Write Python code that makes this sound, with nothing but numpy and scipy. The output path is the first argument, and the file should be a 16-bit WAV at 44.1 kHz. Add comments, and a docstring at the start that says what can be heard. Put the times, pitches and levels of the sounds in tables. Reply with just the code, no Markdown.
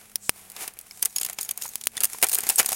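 """Prying off laptop keycaps

Outdoors, close to the microphone, plastic keycaps are pried off a laptop keyboard.
Clips let go with hard snaps; loose caps tick and rattle, ring the thin metal retainers and knock
the hollow case. Fingers rub and scrabble over the keys, busiest at the end. Far off, a motor hums."""
import sys
import numpy as np
from scipy import signal
from scipy.fft import rfft, irfft, next_fast_len
from scipy.io import wavfile
from scipy.ndimage import map_coordinates

SR = 44100
rng = np.random.default_rng(int(sys.argv[2]) if len(sys.argv) > 2 else 0)


def unload_wav(signal):
    """Save mono or channel-first audio to the path in sys.argv[1] as 16-bit WAV at rate SR, clipped to [-1, 1]."""
    wavfile.write(
        sys.argv[1],
        SR,
        np.round(np.clip(np.atleast_2d(signal).T, -1, 1) * 32767).astype(np.int16),
    )


N = 121275
RING_SIZE = SR // 8
SCENE_T, RING_T = np.arange(N) / SR, np.arange(RING_SIZE) / SR  # seconds into the scene, into one ring
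ATTACK = 1 - np.exp(-RING_T / 0.000043)  # the near-instant rise of a hard contact
CONTACT_GAIN_DB = -3.5  # on striking caps and touching edges
TICK_T60_S, CLACK_T60_S, CASE_T60_S = 0.014, 0.022, 0.073


def amp(db):
    """Decibels to gain."""
    return 10 ** (np.asarray(db) / 20)


def unit(x):
    """Scale to rms 1."""
    return x / np.sqrt(np.mean(x ** 2) + 1e-20)


def fade(t60):
    """An exponential decay, 60 dB down after t60 seconds."""
    return np.exp(-np.log(1000) * RING_T / t60)


def curves(rows):
    """One value per sample for each column after the time."""
    times, *columns = np.transpose(rows)
    return [np.interp(SCENE_T, times, column) for column in columns]


def colour(x, points):
    """Minimum-phase filter with the gain of (Hz, dB) points."""
    size = 4096
    hz, db = np.transpose(points)
    bin_hz = np.fft.rfftfreq(size, 1 / SR)
    gain = amp(np.interp(np.log(bin_hz + 1), np.log(hz), db))
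    cepstrum = irfft(np.log(gain))
    cepstrum[1:size // 2] *= 2
    cepstrum[size // 2 + 1:] = 0
    impulse = irfft(np.exp(rfft(cepstrum)))
    return signal.fftconvolve(x, impulse)[:len(x)]


def add(track, start_s, sound):
    """Mix a sound into a track at a time."""
    part = track[round(start_s * SR):][:len(sound)]
    part += sound[:len(part)]


def burst(spectrum, t60):
    """Dense modes of a small part, struck once; rms 1 over the first milliseconds."""
    deck_shiver = amp(-20.5) * fade(0.05)
    envelope = ATTACK * (fade(t60) + deck_shiver)
    strike = colour(rng.standard_normal(RING_SIZE) * envelope, spectrum)
    return strike / np.sqrt(np.mean(strike[:200] ** 2))


def ringing(modes_hz, t60):
    """Equally strong modes of one part, struck together."""
    return sum(np.sin(2 * np.pi * hz * RING_T) for hz in modes_hz) * fade(t60) * ATTACK


def cap_shift():
    """Caps differ a little in size and so in pitch: random factors for a spectrum's (Hz, dB)."""
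    return [np.exp(0.04 * rng.normal()), 1]


# Clips letting go: (time [s], level [dB], push level [dB], three resonances [Hz])
CLIP_SNAPS = [(0.1574, -12.5, -29.5, 5580, 9600, 14000), (0.2942, -9, -5, 5030, 9700, 13200),
              (1.7563, -16.5, -20.5, 7900, 10500, 13300), (1.8707, -10, -11, 7150, 9240, 11340)]
def clip_snaps(t60=0.0045):
    """A clip lets go: one push, three heavily damped resonances, a crack and a short shiver."""
    out = np.zeros(N)
    crack_spectrum = [(1400, -18.5), (5000, -5.5), (13000, -8.5), (16000, -5)]
    for start_s, db, push_db, *modes_hz in CLIP_SNAPS:
        modes = sum(gain * np.cos(2 * np.pi * hz * RING_T) for hz, gain in zip(modes_hz, amp([2, 7, 2])))
        ring = modes * ATTACK * fade(t60)
        hiss = unit(colour(rng.standard_normal(RING_SIZE), crack_spectrum))
        crack = amp(-8.5) * hiss * fade(t60)
        shiver = amp(-9) * hiss * fade(0.023)
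        push = np.exp(-RING_T / 0.000061) + 1.3 * np.sin(2 * np.pi * 2700 * RING_T) * fade(0.0023)
        add(out, start_s, amp(db) * (ring + crack + shiver) + amp(push_db) * push)
    return out


# Spectra of a cap's clack and of the hollow case: (frequency [Hz], gain [dB])
CLACK_SPECTRUM = [(1500, -12.5), (3000, 1), (4000, -1), (5100, 4.5), (5800, -2.5), (6800, 7.5), (9000, -17)]
CASE_SPECTRUM = [(40, -13), (230, -12), (450, 2), (590, -5), (740, 5), (930, -0.5), (1900, 0), (2350, 2.5),
                 (2900, -2), (5500, -12.5)]
# Caps striking, levels relative: (time [s], tick [dB], clack [dB], knock [dB])
CAP_STRIKES = [(0.5643, -35, -34, -37), (0.678, -24.5, -33, -37.5), (1.026, -11.5, -21.5, -32.5),
               (1.0562, -12.5, -22.5, -35), (1.213, -18.5, -25, -36.5), (1.2488, -18.5, -26.5, -39),
               (1.2628, -23.5, -31, -41), (1.387, -26.5, -24, -31), (1.491, -22, -28, -40),
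               (1.511, -16.5, -29.5, -44), (1.5757, -23.5, -36.5, -40), (1.6217, -24.5, -26.5, -49),
               (1.812, -32.5, -33, -49), (2.0103, -26, -30, -34.5), (2.035, -11.5, -21.5, -31),
               (2.0435, -10, -24, -35.5), (2.2267, -9, -18.5, -15), (2.2346, -11.5, -20.5, -18),
               (2.2424, -11.5, -26, -42), (2.3297, -17, -31.5, -43), (2.3466, -12, -27, -54),
               (2.386, -15.5, -31, -28), (2.4353, -23.5, -33, -34), (2.4977, -14.5, -16.5, -24),
               (2.5029, -13.5, -45, -29.5), (2.592, -15, -14, -21), (2.5973, -10, -18.5, -14.5),
               (2.6606, -14, -22.5, -37), (2.6894, -18, -30, -43), (2.719, -20, -26.5, -44)]
def cap_strikes():
    """Close to the microphone, a cap grazes its seat, then ticks, clacks and knocks the case."""
    out = np.zeros(N)
    for start_s, tick_db, clack_db, knock_db in CAP_STRIKES:
        shift = cap_shift()
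        lead_s = 0.0023 * rng.uniform(0.32, 2.2)
        graze = amp(tick_db - 16) * burst(TICK_SPECTRUM, TICK_T60_S)
        tick = amp(tick_db) * plastic_tick()
        clack = amp(clack_db) * burst(np.multiply(CLACK_SPECTRUM, shift), CLACK_T60_S)
        knock = amp(knock_db) * burst(np.multiply(CASE_SPECTRUM, shift), CASE_T60_S)
        add(out, start_s - lead_s, graze)
        add(out, start_s, tick + clack + knock)
    return amp(CONTACT_GAIN_DB) * out


# Spectrum of a hard plastic contact: (frequency [Hz], gain [dB])
TICK_SPECTRUM = [(3000, -25.5), (7000, -11.5), (8500, -0.5), (10200, 1), (11600, -1.5), (12700, -4.5),
                 (13700, 0), (15500, -8.5)]
def plastic_tick():
    """A bright contact of hard plastic that shakes the retainer beneath."""
    return burst(np.multiply(TICK_SPECTRUM, cap_shift()), TICK_T60_S) + amp(-6.5) * retainer_ring()


# Modes of the metal retainers under the caps: (frequency [Hz], relative level [dB])
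RETAINER_MODES = [(6750, -4), (8300, -10), (13900, -6)]
def retainer_ring(detune=0.016):
    """One thin retainer rings briefly in all its modes, a little off the others' pitch."""
    return sum(amp(db) * ringing([hz * (1 + detune * rng.normal())], t60=0.019)
               for hz, db in RETAINER_MODES)


# Cap edges touching: (time [s], relative level [dB])
EDGE_TICKS = [(0.5, -34), (0.518, -36), (0.737, -41.5), (0.7889, -29.5), (0.812, -36), (1.0503, -19),
              (1.331, -28.5), (1.411, -20.5), (1.43, -23.5), (1.857, -30.5), (2.0528, -15), (2.287, -19),
              (2.295, -18.5), (2.316, -22.5), (2.3362, -16), (2.3524, -15.5), (2.365, -26), (2.406, -22),
              (2.4902, -11)]
def edge_ticks():
    """Cap edges touch: a bright tick with little clack and no knock."""
    out = np.zeros(N)
    for start_s, db in EDGE_TICKS:
        touch = plastic_tick() + amp(-12.5) * burst(CLACK_SPECTRUM, CLACK_T60_S)
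        add(out, start_s, amp(db + CONTACT_GAIN_DB) * touch)
    return out


# Caps flicked free: (time [s], level [dB], three modes [Hz])
CAP_FLICKS = [(0.9105, -36.5, 2256, 5150, 5300), (1.1618, -19.5, 6750, 9650, 11200),
              (1.1835, -21, 5300, 10540, 10200), (1.2319, -21, 7440, 8400, 11100),
              (1.838, -29, 7100, 8200, 10000), (1.969, -23, 3490, 9000, 9900),
              (1.9773, -24, 1940, 3520, 9650), (2.0054, -19, 9160, 10400, 11200)]
def cap_flicks():
    """A cap flicked free rings with three modes of its own over a brief clack."""
    out = np.zeros(N)
    for start_s, db, *modes_hz in CAP_FLICKS:
        contact = burst(TICK_SPECTRUM, t60=0.0045) + burst(CLACK_SPECTRUM, CLACK_T60_S)
        add(out, start_s, amp(db) * (ringing(modes_hz, t60=0.018) + amp(-8.5) * contact))
    return out


# Retainers plucked free: (time [s], level [dB], pitch [Hz])
RETAINER_PINGS = [(1.027, -21.5, 6220), (1.163, -19, 6760), (1.198, -30, 6760), (1.449, -29, 6750),
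                  (2.5586, -14.5, 8320), (2.587, -12, 6940)]
def retainer_pings(t60=0.033, overtone_ratio=2.06):
    """A retainer slips off a nail with a tick and rings at one pitch with a glinting overtone."""
    out = np.zeros(N)
    for start_s, db, hz in RETAINER_PINGS:
        tone = ringing([hz], t60) + amp(-11) * ringing([hz * overtone_ratio], t60)
        slip = amp(-8) * burst(TICK_SPECTRUM, TICK_T60_S)
        add(out, start_s, amp(db) * (tone + slip))
    return out


# Fingertips bumping the case: (time [s], level [dB], pitch [Hz])
CASE_BUMPS = [(1.655, -30, 951), (2.147, -32, 1000), (2.378, -29, 1610), (2.601, -26, 750),
              (2.72, -22.5, 735)]
def case_bumps(t60=0.019):
    """A soft fingertip wakes one low mode of the case and a little of the others."""
    out = np.zeros(N)
    for start_s, db, hz in CASE_BUMPS:
        low_mode = np.sin(2 * np.pi * hz * RING_T) * fade(t60)
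        add(out, start_s, amp(db) * (low_mode + amp(-12.5) * burst(CASE_SPECTRUM, t60)))
    return out


# Spectrum of fingers scratching the keys: (frequency [Hz], gain [dB])
SCRATCH_SPECTRUM = [(1500, -27.5), (3500, -5.5), (10200, 5), (12500, 2.5), (13800, -4.5), (16000, -5.5)]
# Fingers on the keys, levels relative: (time [s], scratch [dB], case beneath [dB])
RUB_LEVELS = [(0, -47, -51), (.2, -57, -63.5), (.33, -52.5, -58), (.37, -44.5, -51.5), (.53, -50.5, -52.5),
              (.625, -29.5, -34), (.73, -55.5, -56.5), (1.1, -42.5, -55), (1.3, -39, -44),
              (1.355, -51, -52), (1.41, -31.5, -44.5), (1.54, -52.5, -54), (1.63, -32.5, -43.5),
              (1.89, -52, -62), (1.97, -41, -40), (2.08, -40.5, -49), (2.14, -31.5, -41.5),
              (2.2, -39.5, -49), (2.35, -28, -40), (2.42, -36.5, -41.5), (2.49, -25.5, -32),
              (2.565, -32, -44.5), (2.598, -13, -26.5), (2.63, -36.5, -40.5), (2.75, -26, -37.5)]
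def finger_rubbing(catches_per_s=200, scrabble_start_s=1.08, bare_end_s=1.73):
    """Fingers first slide smoothly, then scrabble in tiny catches; retainers and case sound along."""
    caught = rng.random(N) < catches_per_s / SR
    catches = caught * amp(10 * np.clip(rng.standard_normal(N), -2, 2))
    catch_power = np.abs(signal.fftconvolve(catches ** 2, fade(0.022) ** 2)[:N])
    rough_share = np.where(SCENE_T < scrabble_start_s, 0.3, 0.7)
    grip = np.sqrt(1 - rough_share + rough_share * catch_power / catch_power.mean())
    scratch = unit(colour(grip * rng.standard_normal(N), SCRATCH_SPECTRUM))
    case = unit(colour(grip * rng.standard_normal(N), CASE_SPECTRUM))
    bare = (SCENE_T > scrabble_start_s) & (SCENE_T < bare_end_s)  # nails on bare metal ring it most
    jingle = rough_share * np.where(bare, 1, amp(-9)) * retainer_jingle()
    scratch_db, case_db = curves(RUB_LEVELS)
    return amp(-3) * (amp(scratch_db) * (scratch + jingle) + amp(case_db) * case)


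def retainer_jingle(rings_per_s=110):
    """Brushed retainers ring at random moments; rms 1."""
    out = np.zeros(N)
    for position, strength in rng.random((round(rings_per_s * N / SR), 2)):
        add(out, position * N / SR, strength ** 2 * retainer_ring())
    return unit(out)


# Skin gliding over a cap: (peak time [s], half length [s], level [dB])
SKIN_GLIDES = [(0.259, 0.029, -43), (0.984, 0.056, -53)]
def skin_glides(band_hz=(7000, 8800)):
    """Skin whispers over smooth plastic in a soft swell."""
    swell = sum(amp(db) * np.exp(-((SCENE_T - peak_s) / half_s) ** 2 / 2)
                for peak_s, half_s, db in SKIN_GLIDES)
    band = signal.butter(1, band_hz, "band", fs=SR)
    return swell * unit(signal.lfilter(*band, rng.standard_normal(N)))


# The far motor's speed: (time [s], firing rate [Hz])
MOTOR_SPEED = [(0, 107.3), (.45, 96.5), (1.15, 98.9), (1.7, 111.9), (2.75, 114.5)]
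def distant_motor(waver_db=3.5, wavers_per_s=11):
    """Far from the microphone a motor hums in two harmonics; its speed drifts and its level wavers."""
    phase = 2 * np.pi * np.cumsum(curves(MOTOR_SPEED)[0]) / SR
    hum = amp(-69.5) * np.sin(phase) + amp(-64) * np.sin(2 * phase)
    knots = rng.standard_normal(int(N * wavers_per_s / SR) + 2)
    waver = map_coordinates(knots, [SCENE_T * wavers_per_s])
    return amp(waver_db * waver) * hum


# Spectrum of the outdoor air: (frequency [Hz], gain [dB])
AIR_SPECTRUM = [(25, -2), (150, -3), (3000, -16.5), (10000, -30.5), (16000, -13)]
def open_air():
    """Quiet open air all around the microphone: a steady low rush with a faint hiss."""
    return amp(-60.5) * unit(colour(rng.standard_normal(N), AIR_SPECTRUM))


def scene():
    """One microphone outdoors: the keyboard dry and close, the motor far behind."""
    keys = clip_snaps() + cap_strikes() + cap_flicks() + edge_ticks() + retainer_pings()
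    hands = case_bumps() + skin_glides() + finger_rubbing()
    return (keys + hands + distant_motor() + open_air())[None]


def record(dry):
    """The loudest snap peaks are limited just under full scale; nothing sounds above 15.9 kHz."""
    ceiling, top_hz = 0.9, 15900
    size = next_fast_len(N + RING_SIZE)
    spectrum = rfft(np.clip(dry, -ceiling, ceiling), size)
    passband = np.fft.rfftfreq(size, 1 / SR) < top_hz
    return irfft(spectrum * passband, size)[:, :N]


dry = scene()
out = record(dry)
unload_wav(out)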